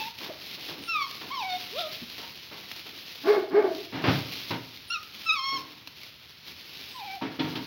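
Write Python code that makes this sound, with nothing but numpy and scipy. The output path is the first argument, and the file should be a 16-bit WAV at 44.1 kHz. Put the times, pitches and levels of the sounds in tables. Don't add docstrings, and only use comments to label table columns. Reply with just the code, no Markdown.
import sys
import numpy as np
from scipy import signal
from scipy.fft import rfft, irfft, next_fast_len
from scipy.io import wavfile
from scipy.ndimage import uniform_filter1d

SR = 44100
rng = np.random.default_rng(int(sys.argv[2]) if len(sys.argv) > 2 else 0)


def unload_audio(sound):
    columns = np.transpose(np.atleast_2d(sound))
    steps = np.round(np.clip(columns, -1, 1) * 32767)
    wavfile.write(sys.argv[1], SR, steps.astype(np.int16))


N = 337806

# time_s, pitch_hz
WHINE_TUNES = [
    [(0, 879), (.06, 887), (.08, 937), (.105, 880)],
    [(.868, 1369), (.92, 1345), (.955, 1240), (1.0, 1157), (1.055, 1070), (1.085, 866)],
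    [(1.3, 955), (1.33, 1145), (1.39, 991), (1.44, 746), (1.475, 767), (1.51, 728.4), (1.585, 728)],
    [(1.71, 301.4), (1.775, 630), (1.803, 735), (1.83, 648), (1.89, 597)],
    [(4.897, 1336), (4.933, 1440), (4.955, 1292), (4.992, 1177)],
    [(5.255, 1300), (5.28, 1336), (5.305, 1245), (5.335, 1336), (5.36, 1155), (5.395, 1056), (5.46, 1088),
     (5.56, 1088), (5.59, 985)],
    [(6.94, 1060), (6.98, 989), (7.03, 766), (7.057, 865), (7.085, 761), (7.16, 788), (7.19, 690)],
]
# fundamental_db, overtones_db, attack_s, release_s, press_time_s,
# fundamental_lift_db, overtone_lift_db, overtone_fade_db_per_s, tilt_db_per_octave, hoarseness (0-1)
WHINE_VOICINGS = [(-39, -40.5, 0.0019, 0.02, 0.056, 0, -6, 60, -28, 0.3),
                  (-39, -32.5, 0.024, 0.048, .97, 10, 3.5, 25, -0.5, .07),
                  (-37.5, -40.5, 0.015, 0.027, 1.538, 4.5, 4, -4, -1.5, 0.15),
                  (-39.5, -45.5, 0.062, 0.03, 1.795, 4, 5.5, -6, -21, 0.98),
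                  (-40, -33, 0.0092, 0.03, 4.96, 2, 3, 35, 0, 0.1),
                  (-37, -33.5, .012, .015, 5.305, 5.5, 10, 10, 4, .02),
                  (-41.5, -51.5, 0.024, 0.022, 7.12, -4, 10.5, -6, -5.5, 0.05)]
# frequency_hz, gain_db
PUP_THROAT = [(600, -27), (1300, -2), (1550, -4), (1900, -39), (2250, 14), (2550, 10.5), (3000, -4.5),
              (3600, 10), (4100, -9.5), (4450, 5), (5000, -11), (5450, -0.5), (6300, -9.5), (7500, -16),
              (12000, -41)]
# start_s, length_s, start_hz, middle_hz, end_hz, level_db
NASAL_WHISTLES = [(0.806, 0.097, 9150, 9400, 9200, -34), (4.871, 0.047, 9400, 9830, 9800, -33),
                  (5.24, .04, 8600, 8670, 8700, -32), (5.317, .03, 10450, 10500, 10650, -40),
                  (6.88, .12, 8000, 8170, 8050, -37)]
# start_s, length_s, start_hz, middle_hz, end_hz, level_db
PUP_GRUNTS = [(0.282, 0.047, 357, 536, 620, -43), (0.748, 0.1, 297, 280.5, 240, -49.5),
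              (2.013, 0.035, 237, 256, 211.5, -44)]
# start_s, length_s, voice_db, rasp_db, air_held_s, second_push_after_s,
# brightening_db_per_octave, dulling_db_per_octave_per_s
MOTHER_WOOFS = [(3.228, 0.26, -16.5, -30, 0.14, .151, 4, 18), (3.499, .3, -16, -31.5, 0.17, .152, 1, 59)]
# centre_hz, width_hz, gain_db
MOTHER_THROAT = [(661, 36, 7.5), (835, 55, 1), (1170, 124, -5.5), (1436, 380, -7), (2140, 55, -5.5),
                 (4350, 320, -24.5)]

# start_s, boom_db, scrape_db, rise_s, t60_s, centre_hz
BODY_BUMPS = [(3.919, -34.5, -37, 0.04, 1, 197), (4.039, -34, -25.5, 0.003, 0.45, 295),
              (4.072, -19.5, -26, 0.017, 0.36, 139), (4.139, -29, -44, .01, .17, 150),
              (4.5, -28.5, -50, 0.021, 0.34, 170), (4.505, -33.5, -31.5, 0.0035, 0.31, 700),
              (5.52, -44, -48.5, 0.0069, 0.94, 342), (7.216, -29.5, -36, 0.0084, 0.53, 266),
              (7.387, -23, -37, 0.019, 0.26, 270), (7.441, -33, -40, 0.0065, 0.95, 194),
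              (7.551, -30.5, -41.5, 0.012, 0.36, 268)]
# start_s, thud_db, scrape_db
PAW_STEPS = [(.205, -61, -44), (0.242, -57.5, -48.5), (.573, -61, -50), (.685, -52, -42.5),
             (1.21, -46, -44.5), (2.179, -56, -46.5), (2.511, -73, -45.5), (2.855, -51, -51),
             (6.46, -60, -64.5)]
# start_s, ring_db, centre_hz
CLAW_CLINKS = [(2.228, -43.5, 1640), (7.212, -35, 910), (7.394, -30, 3200), (7.554, -33, 3100)]
# pitch_hz, gain_db, ring_s
BOARD_MODES = [(122.7, -4, 0.08), (170.6, -5.5, 0.077), (262.9, 0, 0.34), (310, -2, 0.081),
               (435, -6.5, 0.092), (753, -7, 0.48), (935, 3.5, 0.18), (1590, -11, 0.18), (3326, 9, 0.0021)]
# frequency_hz, gain_db
SCRAPE_EQ = [(50, -31), (120, 3.5), (350, 5.5), (520, 3), (900, 2), (1500, -1), (2500, -2), (3400, -5.5),
             (6000, -17), (14000, -51)]
# frequency_hz, gain_db
BOOM_DIP_EQ = [(45, 0.5), (80, -6.5), (115, 0.5)]

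# time_s, level_db
STRAW_LEVEL = [(0, -48), (1.65, -39.5), (2.45, -44), (3.35, -41.5), (3.48, -49), (3.97, -45.5), (4.15, -39),
               (4.5, -39), (4.7, -47.5), (5.5, -45), (5.75, -48.5), (6.38, -51.5), (6.52, -45),
               (7.16, -42.5), (7.31, -52), (7.5, -41.5), (7.66, -44.5)]
# middle_s, length_s, level_db
STRAW_SWISHES = [(0.008, 0.25, -36.5), (0.242, 0.11, -37), (0.423, .06, -45), (0.54, 0.29, -42),
                 (0.692, 0.067, -37.5), (1.62, 0.17, -41.5), (1.812, 0.062, -35.5), (1.948, 0.095, -38.5),
                 (2.186, 0.14, -45), (2.768, .08, -41.5), (3.074, 0.059, -43.5), (3.3, 0.07, -38.5),
                 (3.784, 0.18, -44.5), (4.13, 0.054, -35), (4.39, .19, -37.5), (5.199, .12, -42.5),
                 (5.59, 0.096, -41.5), (6.03, 0.12, -44), (6.492, .08, -42), (6.805, 0.16, -46)]
# start_s, relative_level_db
STALK_SNAPS = [(1.098, -40), (1.111, -32), (2.099, -36), (2.18, -36), (2.715, -29), (3.156, -35.5),
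               (3.397, -42), (3.749, -36), (4.773, -38.5), (5.03, -37.5), (5.719, -47), (5.777, -48),
               (5.874, -32.5), (6.033, -36)]
# frequency_hz, gain_db
STRAW_EQ = [(60, -27), (140, -4.5), (350, -4), (600, -9.5), (1100, -10), (1600, -9.5), (2400, -0.5),
            (4200, 1), (5600, -5), (10000, -0.5), (16000, -11)]

# pitch_hz, width_hz, gain_db
STANDING_WAVES = [(414, 4.5, -6), (1092, 5.5, -12)]
# delay_s, gain_db
SLAPBACKS = [(.021, -14), (.049, -12)]
# frequency_hz, gain_db
SLAPBACK_EQ = [(700, -6), (1200, 2), (2300, -18), (5000, -11)]
# frequency_hz, gain_db
PUP_SEND_EQ = [(700, -1), (1250, 4), (2500, -4), (6000, 5)]
# frequency_hz, t60_s
BARN_DECAY = [(150, .7), (420, .75), (750, .48), (1300, .46), (3500, .33), (12000, .2)]
# frequency_hz, gain_db
AIR_EQ = [(25, -33.5), (50, 0.5), (80, 9.5), (125, 9.5), (250, -0.5), (500, -15.5), (1200, -1),
          (4000, -1.5), (16000, -65)]
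# frequency_hz, gain_db
MICROPHONE_EQ = [(5400, 1.5), (6300, -9), (7200, -21.5), (8300, -35.5), (9200, -29), (10000, -22),
                 (11200, -12), (13000, -9.5), (15700, 1)]

BAND_LIMIT_HZ = 15900


def whine(tune, voicing, press_half_s=.023, tremble_db=1.93, tremble_hz=52):
    low_db, high_db, attack, release, press_at, low_lift, high_lift, fade, tilt, hoarse = voicing
    times, pitches = np.transpose(tune)
    start, end = times[0], times[-1]
    t = np.arange(start, end, 1 / SR)
    hz = uniform_filter1d(np.interp(t, times, pitches), size=400, mode="nearest")
    hz *= 1 + (.004 + .015 * hoarse) * wander(len(t), 160)
    phase = 2 * np.pi * np.cumsum(hz) / SR
    k = np.arange(2, 9)[:, None]
    flutter_db = (1.2 + 9 * min(hoarse, .25)) * np.array([wander(len(t), 45) for _ in k])
    weights = gain_of(read(PUP_THROAT, k * hz) + tilt * np.log2(k) + flutter_db) * (k * hz < BAND_LIMIT_HZ)
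    overtones = (weights * np.sin(k * phase)).sum(0) / np.linalg.norm(weights, axis=0)
    breath = rng.standard_normal(len(t)) * (1 + np.cos(phase))
    rasp = unit_rms(formant(breath, hz=3600, width_hz=900))
    strain = np.clip(hoarse * (hz / hz.max()) ** 2, 0, 1)
    overtones = np.sqrt(1 - strain ** 2) * overtones + strain * rasp
    press = hump(t, press_at, press_half_s)
    airflow = np.clip((t - start) / attack, 0, 1) * np.clip((end - t) / release, 0, 1)
    low = gain_of(low_db + low_lift * press + tremble_db * wander(len(t), tremble_hz))
    high_db = high_db + high_lift * press - fade * (t - start)
    high = gain_of(high_db + tremble_db * wander(len(t), tremble_hz))
    return start, np.sqrt(2) * airflow * (low * np.sin(phase) + airflow * high * overtones)


def peep(row, jitter, octave_gain):
    start, length, start_hz, middle_hz, end_hz, db = row
    progress = np.linspace(0, 1, int(length * SR))
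    bend = np.polyfit([0, .5, 1], [start_hz, middle_hz, end_hz], 2)
    hz = np.polyval(bend, progress) * (1 + jitter * wander(len(progress), 250))
    phase = 2 * np.pi * np.cumsum(hz) / SR
    tone = np.sin(phase) + octave_gain * np.sin(2 * phase)
    return start, gain_of(db) * unit_rms(tone * signal.windows.tukey(len(tone), .7))


def woof(row, start_hz=250, top_hz=431, sag_hz_per_s=720, peak_s=.071, push_half_s=.025, buzz=.3):
    start, length, voice_db, rasp_db, hold_s, second_s, brightening, dulling = row
    t = np.arange(0, length, 1 / SR)
    since_peak = np.maximum(t - peak_s, 0)
    hz = top_hz - (top_hz - start_hz) * hump(t, 0, half_s=.043)
    hz -= sag_hz_per_s * np.maximum(since_peak - push_half_s, 0)
    airflow = gain_of(np.interp(t, [0, peak_s - push_half_s / 2, hold_s, length], [-17, 0, 0, -18.5]))
    main_push = hump(t, peak_s, push_half_s)
    push = main_push + gain_of(-7) * hump(t, second_s, half_s=.011) + gain_of(-13.5) * airflow
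    push /= push.max()
    slack = np.clip(-20 * np.log10(push) / 9, .3, 1)
    cycles = np.cumsum(hz * (1 + .065 * slack * wander(len(t), 200))) / SR
    tone = np.sin(2 * np.pi * cycles) * (1 + .5 * slack * wander(len(t), 160))
    folds = unit_rms(sum(np.cos(2 * np.pi * k * cycles) for k in range(2, 12)))
    puffs = unit_rms((.5 + np.exp(-(cycles % 1) / .77)) * rng.standard_normal(len(t)))
    tilt = brightening * main_push - dulling * since_peak
    rasp = np.zeros(len(t))
    for centre_hz, width_hz, db in MOTHER_THROAT:
        octaves_up = np.log2(centre_hz / MOTHER_THROAT[0][0])
        rasp += gain_of(db + tilt * octaves_up) * formant(puffs + buzz * folds, centre_hz, 2 * width_hz)
    voice = np.sqrt(2) * gain_of(voice_db) * push * tone + gain_of(rasp_db) * airflow * unit_rms(rasp)
    return start, voice * signal.windows.tukey(len(t), .1)


def bump(start, boom_db, scrape_db, rise_s, t60_s, centre_hz, boom_trim_db=-3, focus_db_per_octave=9):
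    t = np.arange(SR // 2) / SR
    swell = np.minimum(t / rise_s, 1)
    fade = gain_of(-60 * np.maximum(t - rise_s, 0) / t60_s)
    modes = np.zeros(len(t))
    for hz, db, ring_s in BOARD_MODES:
        weight = gain_of(db - focus_db_per_octave * abs(np.log2(hz / centre_hz)))
        rattle = .22 * wander(len(t), 2.2 / ring_s)
        modes += weight * np.cos(2 * np.pi * (hz * t + rng.random() + rattle))
    boom = gain_of(boom_db + boom_trim_db) * swell * unit_rms(modes)
    grit = unit_rms(equalise(crackle(len(t), clicks_per_s=4000, hiss=2.4), SCRAPE_EQ))
    return start, fade * (boom + gain_of(scrape_db) * np.sqrt(swell) * grit)


def pen_knocks():
    out = np.zeros(N)
    for row in BODY_BUMPS:
        add(out, *bump(*row))
    for start, thud_db, scrape_db in PAW_STEPS:
        add(out, *bump(start, thud_db, scrape_db, rise_s=.0056, t60_s=.59, centre_hz=380))
    for start, db, hz in CLAW_CLINKS:
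        add(out, *bump(start, db, scrape_db=db - 10, rise_s=.0014, t60_s=.2, centre_hz=hz))
    return equalise(out, BOOM_DIP_EQ)


def straw_rustle(clump_db=1.5, clump_hz=22):
    t = np.arange(N) / SR
    power = gain_of(np.interp(t, *np.transpose(STRAW_LEVEL))) ** 2
    for middle, length, db in STRAW_SWISHES:
        power += (gain_of(db) * hump(t, middle, length / 2)) ** 2
    level = np.sqrt(power) * gain_of(clump_db * wander(N, clump_hz))
    return level * unit_rms(equalise(crackle(N, clicks_per_s=1900, hiss=1), STRAW_EQ))


def straw_snaps(t60_s=.026, boost_db=2.5):
    out, t = np.zeros(N), np.arange(2000) / SR
    for start, db in STALK_SNAPS:
        burst = unit_rms(equalise(rng.standard_normal(len(t)), STRAW_EQ))
        add(out, start, gain_of(db + boost_db - 60 * t / t60_s) * burst)
    return out


def pen_ring(calls):
    return sum(gain_of(db) * resonate(calls, hz, width_hz) for hz, width_hz, db in STANDING_WAVES)


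def wall_echoes(calls):
    out, dull = np.zeros(N), equalise(calls, SLAPBACK_EQ)
    for delay, db in SLAPBACKS:
        add(out, delay, gain_of(db) * dull)
    return out


def barn_reverb(send, predelay_s=.0068, reflections_per_s=2500):
    taps = rng.choice([-1., 1.], SR) * (rng.random(SR) < reflections_per_s / SR)
    taps *= np.arange(SR) > predelay_s * SR
    hz, t, bands = signal.stft(taps, SR, nperseg=256)
    t60 = read(BARN_DECAY, hz)[:, None]
    tail = signal.istft(bands * gain_of(-60 * t / t60) / np.sqrt(t60), SR, nperseg=256)[1]
    return signal.fftconvolve(send, tail / np.linalg.norm(tail))[:N]


def barn_air(level_db=-59):
    return gain_of(level_db) * unit_rms(equalise(rng.standard_normal(N), AIR_EQ))


def crackle(size, clicks_per_s, hiss, spread_db=1.5):
    clicks = rng.standard_normal(size)
    clicks *= gain_of(spread_db * np.minimum(rng.exponential(1, size), np.log(45)))
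    clicks *= rng.random(size) < clicks_per_s / SR
    return unit_rms(unit_rms(clicks) + hiss * rng.standard_normal(size))


def wander(size, rate_hz):
    span = max(size, SR)
    lowpass = np.exp(-(np.fft.rfftfreq(span, 1 / SR) / rate_hz) ** 2)
    return unit_rms(irfft(rfft(rng.standard_normal(span)) * lowpass, span))[:size]


def resonate(x, hz, width_hz):
    return signal.lfilter(*signal.iirpeak(hz, hz / width_hz, fs=SR), x)


def formant(x, hz, width_hz):
    return resonate(resonate(x, hz, width_hz), hz, width_hz)


def equalise(x, curve):
    size = next_fast_len(len(x) + 2048)
    gains = gain_of(read(curve, np.fft.rfftfreq(size, 1 / SR)))
    return irfft(rfft(x, size) * gains, size)[:len(x)]


def read(curve, hz):
    frequencies, values = np.transpose(curve)
    return np.interp(np.log(hz + 1), np.log(frequencies + 1), values)


def hump(t, middle_s, half_s):
    return np.exp(-((t - middle_s) / half_s) ** 2)


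def gain_of(db):
    return 10 ** (np.asarray(db) / 20)


def unit_rms(x):
    return x / np.sqrt(np.mean(x ** 2) + 1e-20)


def add(mix, start_s, sound):
    part = mix[max(0, round(start_s * SR)):][:len(sound)]
    part += sound[:len(part)]


def scene(pup_send_db=-11, mother_send_db=-10, board_send_db=-12, straw_send_db=-12):
    pups, mother = np.zeros(N), np.zeros(N)
    for tune, voicing in zip(WHINE_TUNES, WHINE_VOICINGS):
        add(pups, *whine(tune, voicing))
    for row in NASAL_WHISTLES:
        add(pups, *peep(row, jitter=.014, octave_gain=0))
    for row in PUP_GRUNTS:
        add(pups, *peep(row, jitter=.18, octave_gain=.15))
    for row in MOTHER_WOOFS:
        add(mother, *woof(row))
    mother = equalise(mother, [(120, -12), (200, -5.5), (280, -1)])
    calls = pups + mother
    boards = pen_knocks()
    straw = straw_rustle() + straw_snaps()
    send = gain_of(pup_send_db) * equalise(pups, PUP_SEND_EQ) + gain_of(mother_send_db) * mother
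    send += gain_of(board_send_db) * boards + gain_of(straw_send_db) * straw
    room = pen_ring(calls) + wall_echoes(pups) + barn_air() + barn_reverb(send)
    return (calls + boards + straw + room)[None]


def record(dry):
    heard = equalise(dry[0], MICROPHONE_EQ)
    high_cut = signal.firwin(511, BAND_LIMIT_HZ, window=("kaiser", 9), fs=SR)
    return signal.oaconvolve(heard, high_cut, "same")[None]


dry = scene()
out = record(dry)
unload_audio(out)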